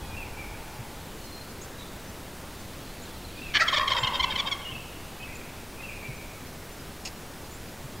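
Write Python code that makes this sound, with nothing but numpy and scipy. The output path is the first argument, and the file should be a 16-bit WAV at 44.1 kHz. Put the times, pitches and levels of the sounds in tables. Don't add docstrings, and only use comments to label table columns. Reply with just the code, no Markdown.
import sys
import numpy as np
from scipy import signal
from scipy.io import wavfile
from scipy.ndimage import uniform_filter1d

SR = 44100
rng = np.random.default_rng(int(sys.argv[2]) if len(sys.argv) > 2 else 0)


def volts(x):
    e = np.asarray(x, float) / 20
    return 10 ** e


def generate_wav(signal):
    frames = np.transpose(np.atleast_2d(signal))
    scaled = np.clip(frames, -1, 1) * 32767
    pcm = np.round(scaled).astype(np.int16)
    wavfile.write(sys.argv[1], SR, pcm)


N = 352800


def evened(x):
    return x / np.sqrt(np.mean(x ** 2) + 1e-20)


def read(points, hz):
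    f, value = np.transpose(points)
    return np.interp(np.log(hz + 1), np.log(f + 1), value)


def curve(points, s):
    return np.interp(s, *np.transpose(points))


def add(mix, s, sound):
    part = mix[max(round(s * SR), 0):][:len(sound)]
    part += sound[:len(part)]


def resonate(x, hz, width):
    turn = np.exp(2j * np.pi * np.cumsum(hz * np.ones(len(x))) / SR)
    r = np.exp(-np.pi * width / SR)
    smooth = signal.lfilter([(1 - r) ** 2], [1, -2 * r, r * r], x / turn)
    return 2 * (turn * smooth).real


def wander(count, hz):
    noise = rng.standard_normal(N // 32)
    return evened(signal.lfilter([1], [1, -np.exp(-2 * np.pi * hz / SR)], noise)[500:500 + count])


def cluck(db, hz, rough, chest_db, throat, jitter):
    count = len(hz)
    turns = np.cumsum(hz * (1 + jitter * rough * wander(count, 344))) / SR
    pulses = sum(np.sin(2 * np.pi * k * turns) * (k * hz < 9000) for k in range(1, 24))
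    pulses = pulses * np.exp(1.2 * rough * wander(count, 310))
    puff = 0.28 + np.exp(-(turns % 1) / 0.18)
    breath = puff * rng.standard_normal(count)
    drive = (1 - rough) * evened(pulses) + rough * evened(breath)
    beak = (hz / hz.mean()) ** 0.82
    voiced = 0
    for f, width, gain_db in throat:
        in_chest = 800 < f < 1450
        voiced = voiced + volts(gain_db + chest_db * in_chest) * resonate(drive, f * beak, width)
    return volts(db) * evened(voiced) * np.hanning(count)


# centre in seconds, length in seconds, level in dB,
# starting pitch in Hz, final pitch in Hz.
CLUCKS = [(3.686, 0.021, -20.5, 1088, 1027), (3.721, .018, -38, 1290, 1380),
          (3.733, 0.02, -21.5, 1120, 1042), (3.763, 0.022, -29, 1200, 1150),
          (3.774, 0.028, -19.5, 1150, 1044), (3.882, .02, -21.5, 1071, 1020),
          (3.895, .012, -29, 1100, 1020), (3.922, 0.02, -18.5, 1101, 1041), (3.935, .014, -25, 1050, 1043),
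          (4.037, 0.018, -22.5, 1040, 1020), (4.077, 0.02, -22, 1124, 976), (4.201, 0.02, -22, 1050, 1020),
          (4.209, .022, -25.5, 1050, 1050), (4.237, .032, -25.5, 1150, 1114),
          (4.245, 0.014, -20.5, 1020, 1020), (4.362, 0.021, -24.5, 1090, 965),
          (4.395, 0.035, -26, 1126, 1113), (4.404, .022, -23, 1106, 1076),
          (4.524, 0.035, -24.5, 1138, 1069), (3.674, .014, -38, 1116, 1100), (4.542, .035, -38, 1020, 1065)]
# time in seconds, roughness from 0 to 1.
STRAIN = [(3.69, .14), (3.73, .36), (3.78, .32), (3.9, .28), (4.04, .26), (4.25, .16), (4.36, .24),
          (4.5, .14)]
# time in seconds, chest gain in dB.
CHEST_WAKES = [(3.69, -5), (3.735, 11), (3.78, 4), (3.88, 0), (3.96, 1), (4.08, 1.5), (4.25, 2.5), (4.4, 0),
               (4.53, 4.5)]
# frequency in Hz, width in Hz, gain in dB.
CLEAR_THROAT = [(1020, 230, -1), (2310, 1000, -1.5), (3200, 630, 4), (3630, 770, -3), (5400, 400, -10),
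                (6570, 150, -12)]


def clear_clucks(out):
    overshoot, glide_bend = 0.0576, 1.81
    for s, length, db, from_hz, to_hz in CLUCKS:
        left = np.linspace(1, 0, round(length * SR)) ** glide_bend
        hz = to_hz + (from_hz * (1 + overshoot) - to_hz) * left
        chest_db = 1.1 * (db + 23.5) - 0.06 * (hz.mean() - 1050)
        chest_db = chest_db + curve(CHEST_WAKES, s)
        add(out, s - length / 2, cluck(db, hz, curve(STRAIN, s), chest_db, CLEAR_THROAT, 0.16))


# centre in seconds, length in seconds, level in dB,
# starting pitch in Hz, final pitch in Hz.
FALLS = [
    (3.602, .02, -25.5, 870, 640),
    (3.746, .026, -32, 646, 560),
    (3.793, .018, -33, 613, 570),
    (3.818, .036, -31, 645, 620),
    (3.977, .026, -30.5, 672, 652),
    (4.325, .024, -34, 600, 524),
    (4.483, .022, -34.5, 585, 527),
]
# frequency in Hz, width in Hz, gain in dB.
FALL_THROAT = [(1200, 160, -10), (1840, 420, -0.5), (2200, 250, 1), (4860, 970, -15)]


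def nasal_falls(out):
    for s, length, db, from_hz, to_hz in FALLS:
        hz = np.linspace(from_hz, to_hz, round(length * SR))
        add(out, s - length / 2, cluck(db, hz, 0.16, 0., FALL_THROAT, 0.17))


def sagging_clucks(out, rows, throat, fall, jitter):
    for s, length, db, hz, rough, chest_db in rows:
        sag = np.linspace(1 + fall, 1 - fall, round(length * SR))
        add(out, s - length / 2, cluck(db, hz * sag, np.clip(rough, 0, 1), chest_db, throat, jitter))


# centre in seconds, length in seconds, level in dB, pitch in Hz.
HUMS = [
    (3.958, .027, -28, 962),
    (4.13, .024, -38, 900),
    (4.301, .024, -37, 883),
    (4.431, .04, -37.5, 1093),
    (4.457, .025, -37, 895),
    (4.705, .055, -46, 1060),
]


def hums(out):
    rows = [row + (.21, 19) for row in HUMS]  # roughness, chest dB
    sagging_clucks(out, rows, CLEAR_THROAT, 0.058, .14)


# centre in seconds, length in seconds, level in dB,
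# roughness from 0 to 1, chest gain in dB.
RASPS = [(3.696, 0.027, -30, 0.56, -10), (3.745, .034, -23, 0.28, -2.5), (3.784, .018, -24.5, 0.12, -9),
         (3.799, 0.015, -24.5, 0.3, 9), (3.813, 0.034, -25, 0.14, 9), (3.836, 0.025, -30, 0.18, 7),
         (3.909, 0.025, -26, 0.45, -8), (3.952, .024, -31, .4, -12), (3.97, .024, -28, 0.5, -12),
         (3.986, 0.035, -28, 0.34, -14), (4.049, .024, -28, 0.33, 0), (4.154, .059, -28, 0.34, -16),
         (4.316, .047, -30, 0.33, -24), (4.38, 0.022, -33, .42, -2), (4.473, .038, -29.5, 0.28, -4.5),
         (4.487, .016, -30, 0.35, 0)]
# time in seconds, pitch in Hz.
RASP_PITCH = [(3.788, 592.6), (3.8, 546.7), (3.85, 532), (4.05, 527.4), (4.15, 532), (4.5, 530.3)]
# frequency in Hz, width in Hz, gain in dB.
RASP_THROAT = [(570, 130, -11), (1080, 220, -1), (1450, 260, -8), (1800, 300, -8), (2200, 300, -9),
               (2680, 350, -9), (3200, 150, 3), (3700, 150, 0), (4800, 1200, -14), (6800, 1200, -27)]


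def rasps(out):
    rows = [(s, length, db, curve(RASP_PITCH, s), rough, chest_db)
            for s, length, db, rough, chest_db in RASPS]
    sagging_clucks(out, rows, RASP_THROAT, .015, .14)


# centre in seconds, length in seconds, level in dB, pitch in Hz.
OPENING = [
    (3.546, .024, -29, 342.5),
    (3.557, .032, -19, 320.6),
    (3.572, .026, -20.5, 349.5),
    (3.565, .03, -23.5, 250),
    (3.542, 0.0086, -33, 300),
]
# frequency in Hz, width in Hz, gain in dB.
WIDE_THROAT = [(595, 160, -39), (1260, 140, 11), (1735, 82, 12.5), (2350, 720, 6), (3040, 920, 7),
               (4200, 650, 0.5), (5200, 780, -8)]


def opening(out):
    rows = [row + (0.155, -9.5) for row in OPENING]  # roughness, chest dB
    sagging_clucks(out, rows, WIDE_THROAT, .03, 1.3)


# centre in seconds, length in seconds, level in dB, pitch in Hz, chest gain in dB.
GULP = [
    (3.6, 0.027, -28.5, 815, -6),
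    (3.612, 0.028, -20, 630.6, -24),
    (3.625, 0.03, -20, 657, 5.5),
    (3.636, 0.018, -28, 665, 2),
    (3.647, 0.026, -32, 673, 22),
    (3.667, 0.015, -49, 610, -2),
]
# frequency in Hz, width in Hz, gain in dB.
GULP_THROAT = [(640, 200, -14.5), (923, 190, -1.5), (1330, 390, -1.5), (1755, 240, 7), (2400, 290, -3.5),
               (4500, 1800, -10.5), (5940, 1000, -23)]


def gulp(out):
    rows = [(s, length, db, hz, 0.2, chest_db) for s, length, db, hz, chest_db in GULP]
    sagging_clucks(out, rows, GULP_THROAT, .07, .16)


def gobble():
    out = np.zeros(N)
    for part in (opening, gulp, clear_clucks, rasps, nasal_falls, hums):
        part(out)
    return out


# time in seconds, level in dB.
SPIT = [
    (7.049, -52),
    (7.051, -38),
    (7.056, -33.5),
    (7.065, -35),
    (7.069, -39),
    (7.075, -37),
    (7.092, -50),
    (7.11, -60),
]
# frequency in Hz, width in Hz, gain in dB.
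SPIT_COLOUR = [(2700, 820, 7), (3600, 340, 2), (5060, 1600, 7.5), (6370, 1400, 2), (8450, 910, -17)]


def spit():
    t = np.arange(SPIT[0][0], SPIT[-1][0], 1 / SR)
    jet = rng.standard_normal(len(t)) * np.exp(0.27 * wander(len(t), 400))
    puff = evened(sum(volts(gain_db) * resonate(jet, hz, width) for hz, width, gain_db in SPIT_COLOUR))
    out = np.zeros(N)
    add(out, SPIT[0][0], volts(curve(SPIT, t)) * puff)
    return out


def whistle(hz, db, warble_hz, depth):
    turns = np.cumsum(hz + warble_hz * wander(len(hz), 140)) / SR
    flutter = evened(np.exp(depth * wander(len(hz), 35)))
    return np.sqrt(2) * volts(db) * flutter * np.sin(2 * np.pi * turns) * signal.windows.tukey(len(hz), .22)


# time from the fall in seconds, pitch in Hz, level in dB.
PHRASE = [
    [(-.052, 2350, -54), (-.03, 2480, -51.5), (-.008, 2500, -45)],
    [(0, 2620, -26), (.012, 2700, -44), (.045, 2640, -43.5), (.09, 2320, -51.5), (.14, 2140, -56)],
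    [(.2, 2210, -53), (.235, 2360, -47.5), (.255, 2350, -46), (.29, 2250, -52.5), (.325, 2150, -52)],
]
# start of the fall in seconds, level in dB, time stretch as a ratio.
PHRASES = [
    (.163, -1.2, .97),
    (3.412, -2.4, 1.15),
    (5.822, -.5, .975),
]


def phrases(out):
    for start, phrase_db, stretch in PHRASES:
        for rows in PHRASE:
            s, hz, db = np.transpose(rows)
            t = np.arange(s[0], s[-1], 1 / SR / stretch)
            note = whistle(np.interp(t, s, hz), phrase_db + np.interp(t, s, db), 45., .42)
            add(out, start + s[0] * stretch, note)


# start in seconds, length in seconds, level in dB, pitch in Hz.
WHISTLES = [(0, .14, -60.5, 3335), (1.265, 0.035, -56, 4160), (1.31, 0.085, -53, 4190),
            (1.4, 0.03, -53, 4180), (1.779, 0.063, -53.5, 3860), (1.807, 0.069, -60, 3550),
            (1.907, .035, -61, 3595), (2.872, .05, -61, 4080), (3.242, 0.024, -53, 4115),
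            (4.043, 0.048, -39.5, 2870), (4.646, 0.057, -43, 2870), (4.748, .025, -43.5, 2640),
            (4.79, .026, -49, 2660)]
# start in seconds, length in seconds, level in dB, pitch in Hz.
CHIPS = [
    (1.612, 0.03, -50.5, 6750),
    (1.617, 0.034, -58, 7650),
    (3.019, .03, -54.5, 7000),
    (3.982, 0.048, -49, 7180),
    (5.353, 0.02, -53, 7260),
    (7.514, .06, -56.5, 7200),
]
# start in seconds, length in seconds, level in dB,
# starting pitch in Hz, final pitch in Hz.
SLURS = [(.02, 0.14, -59, 2540, 2360), (4.004, .063, -46, 2780, 2620), (4.24, 0.055, -44, 2700, 2650),
         (4.613, 0.026, -48, 2920, 3200), (4.69, 0.038, -46, 2990, 3200), (4.715, 0.025, -50, 2765, 2540),
         (5.198, 0.043, -48.5, 2500, 2560), (5.224, .02, -49.5, 3150, 2880),
         (5.802, 0.029, -55, 2100, 1990), (5.262, 0.089, -55.5, 1960, 2110),
         (5.285, .085, -52.5, 2480, 2546), (5.232, 0.038, -47.5, 2620, 2570), (5.27, .06, -55, 2260, 2360),
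         (6.19, 0.069, -55.5, 2340, 2240), (6.3, .08, -60, 2260, 2200), (1.2, .07, -63, 4400, 4170),
         (5.97, 0.049, -53, 2460, 2400)]
# start in seconds, length in seconds, level in dB,
# starting pitch in Hz, final pitch in Hz.
FAINT = [
    (2.995, .05, -60, 4600, 3200),
    (3.375, .04, -57, 3750, 3200),
    (3.065, .07, -62, 3500, 3560),
    (1.117, .153, -64, 2980, 2890),
    (5.255, .03, -57, 2400, 2000),
    (5.38, .13, -57, 2400, 2400),
]


def songbirds():
    sag, rise = 0.0013, 0.0335
    out = np.zeros(N)
    phrases(out)
    level = [(s, length, db, hz * (1 + sag), hz * (1 - sag)) for s, length, db, hz in WHISTLES]
    chips = [(s, length, db, hz * (1 - rise), hz * (1 + rise)) for s, length, db, hz in CHIPS]
    for rows, warble_hz, depth in ((level, 10., .25), (chips, 170., .4), (SLURS, 50., .25), (FAINT, 130., .6)):
        for s, length, db, from_hz, to_hz in rows:
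            hz = np.linspace(from_hz, to_hz, round(length * SR))
            add(out, s, whistle(hz, db, warble_hz, depth))
    return out


# start in seconds, length in seconds, level in dB, throat in Hz, clucks per second.
FAR = [
    (-.062, 1.22, -49.5, 896, 12.3),
    (3.918, 0.73, -40, 900, 19),
]
FAR_FADE_DB_PER_S = (-3, -18.5)


def far_turkey():
    sag, edge_share, throb = 0.065, 0.1, 0.23
    out = np.zeros(N)
    for (s, length, db, hz, per_s), upper_db, fade_db in zip(FAR, (-12., -3.5), FAR_FADE_DB_PER_S):
        t = np.arange(max(-s, 0), length, 1 / SR)
        breath = rng.standard_normal(len(t))
        hz = hz * (1 - sag * t / length)
        lower = evened(resonate(breath, hz, 220.0))
        upper = evened(resonate(breath, 1.71 * hz, 210.0))
        edges = np.clip(np.minimum(t, length - t) / (edge_share * length / 2), 0, 1)
        clucks = 1 + throb * np.sin(2 * np.pi * per_s * t)
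        add(out, s, volts(db + fade_db * t) * edges * (lower + volts(upper_db) * upper) * clucks)
    return out


# frequency in Hz, gain in dB.
BEHIND = [(500, -5.), (850, -1.), (1100, 1.), (1500, 0.), (2200, -7.), (3300, -12.), (7000, -10.)]
# frequency in Hz, time to fall 60 dB in seconds.
TREES = [(500, 4.4), (1000, 1.2), (2400, 1.6), (3500, 1.5), (7000, 1.65)]


def trees(x, start_s, stir_hz, colour, linger):
    stir = evened(resonate(rng.standard_normal(N), stir_hz, stir_hz))
    taps = np.zeros(SR)
    at = np.arange(0, SR - 20, 20) + rng.integers(0, 20, SR // 20 - 1)
    taps[at] = rng.choice([-1., 1.], len(at)) * np.clip(at / SR / start_s - 1, 0, 1)
    hz, t, z = signal.stft(taps, SR, nperseg=256)
    decay_db = -60 * t / linger / read(TREES, hz)[:, None]
    tail = signal.istft(z * volts(read(colour, hz)[:, None] + decay_db), SR, nperseg=256)[1]
    return signal.fftconvolve(x * (0.36 + 0.75 * stir), tail / np.linalg.norm(tail))[:N]


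# time in seconds, level in dB.
GUST = [(0, -43), (.22, -45.5), (0.601, -48.5), (1.69, -52), (1.87, -48), (2.16, -51.5), (3.081, -49),
        (4.32, -48), (5.01, -51), (5.77, -50), (6.88, -51), (7.69, -51.5), (8, -47)]
# centre in seconds, length in seconds, level in dB, frequency in Hz.
BUMPS = [(0.06, 0.056, -44, 69.6), (0.143, 0.064, -29, 81), (0.496, 0.13, -33, 40.3),
         (0.803, 0.048, -28.5, 118), (2.589, 0.071, -40, 97), (3.277, 0.095, -36, 69),
         (3.895, 0.058, -35.5, 90.6), (4.038, 0.0556, -26, 123.5), (4.144, 0.052, -36, 70.5),
         (4.216, 0.063, -30, 63), (4.347, .08, -34, 81), (4.728, 0.038, -34.5, 119.3),
         (6.096, 0.038, -26.5, 125), (7.852, 0.041, -28.5, 126)]


def air():
    low = resonate(rng.standard_normal(N), 25.4, 28.0)
    high = resonate(rng.standard_normal(N), 73.4, 72.0)
    out = volts(curve(GUST, np.arange(N) / SR) + 3.0) * evened(low + 0.63 * high)
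    for s, length, db, hz in BUMPS:
        t = np.arange(round(length * SR)) / SR
        add(out, s - length / 2, volts(db - 4.5) * np.sin(2 * np.pi * hz * t) * np.hanning(len(t)))
    return out


# time in seconds, level in dB.
CHORUS = [(0, -62), (.8, -61), (2.1, -62), (2.8, -56), (3.5, -52.5), (4.7, -59.5), (8, -72)]


def chorus():
    centre_hz, width_hz, tweets_per_s = 3707, 1500., 420
    out, t = np.zeros(N), np.arange(1800) / SR
    swell = np.sin(np.pi * t / t[-1]) ** 2
    voices = rng.standard_normal((20, 2))
    for s, who in rng.random((round(tweets_per_s * N / SR), 2)):
        bird = who * len(voices)
        pitch, glide = voices[int(bird)]
        hz = centre_hz + width_hz * (pitch / 4 + bird % 1 - .5) + 3050.0 * (glide - 1) * t
        add(out, s * N / SR, np.sin(2 * np.pi * hz * t) * swell)
    return volts(curve(CHORUS, np.arange(N) / SR)) * evened(out)


# frequency in Hz, density in dB per Hz.
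HISS = [(53, -17), (90, -5), (161, -5), (253, -4), (288, -11), (321, -5.5), (416, -9), (563, -10),
        (669, -11.5), (886, -13), (1550, -16), (3160, -21), (15600, -28.5)]


def hiss():
    frames, hz = N // 256 + 5, np.fft.rfftfreq(1024, 1 / SR)
    a, b, patches = rng.standard_normal((frames, 513, 3)).T
    patches = uniform_filter1d(patches, size=12, axis=0)
    patches = evened(uniform_filter1d(patches, size=20, axis=1))
    z = (a + 1j * b) * volts(read(HISS, hz)[:, None] + .55 * patches)
    return volts(-42.5) * evened(signal.istft(z, nperseg=1024, noverlap=768)[1][:N])


def noise_fill(mid):
    hz, t, z = signal.stft(mid, SR, nperseg=2048)
    band = np.clip((hz - 4100) // 1450, -1, 8).astype(int)
    loudness = abs(z[40:200]).mean(0)
    quiet = (rng.random(len(t)) < .15) & (loudness < 1.5 * np.median(loudness))
    chosen = (rng.random((10, len(t))) < .2) & quiet
    chosen[-2:] = False
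    turned = np.exp(2j * np.pi * rng.random(z.shape))
    return volts(2.5) * signal.istft(z * turned * chosen[band], SR, nperseg=2048)[1][:N]


def scene():
    turkey, birds = gobble(), songbirds()
    turkey = turkey + volts(-7.5) * trees(turkey, 0.0024, 36.3, BEHIND, 0.69)
    birds = volts(3.5) * birds + volts(-2.0) * trees(birds, 0.013, 72.0, [(2600, 1.3), (4000, -4.0)], 1.)
    return np.tile(turkey + spit() + birds + far_turkey() + air() + chorus() + hiss(), (2, 1))


def roll_off(x):
    return signal.sosfilt(signal.butter(12, 16760, fs=SR, output="sos"), x)


def record(dry):
    low_pass = signal.firwin(1023, 15790, window=("kaiser", 9), fs=SR)
    cut = signal.oaconvolve(dry, low_pass[None], "same")
    mix = cut + noise_fill(cut[0]) * [[1], [-1]] - .0022
    return roll_off(mix)


dry = scene()
out = record(dry)
generate_wav(out)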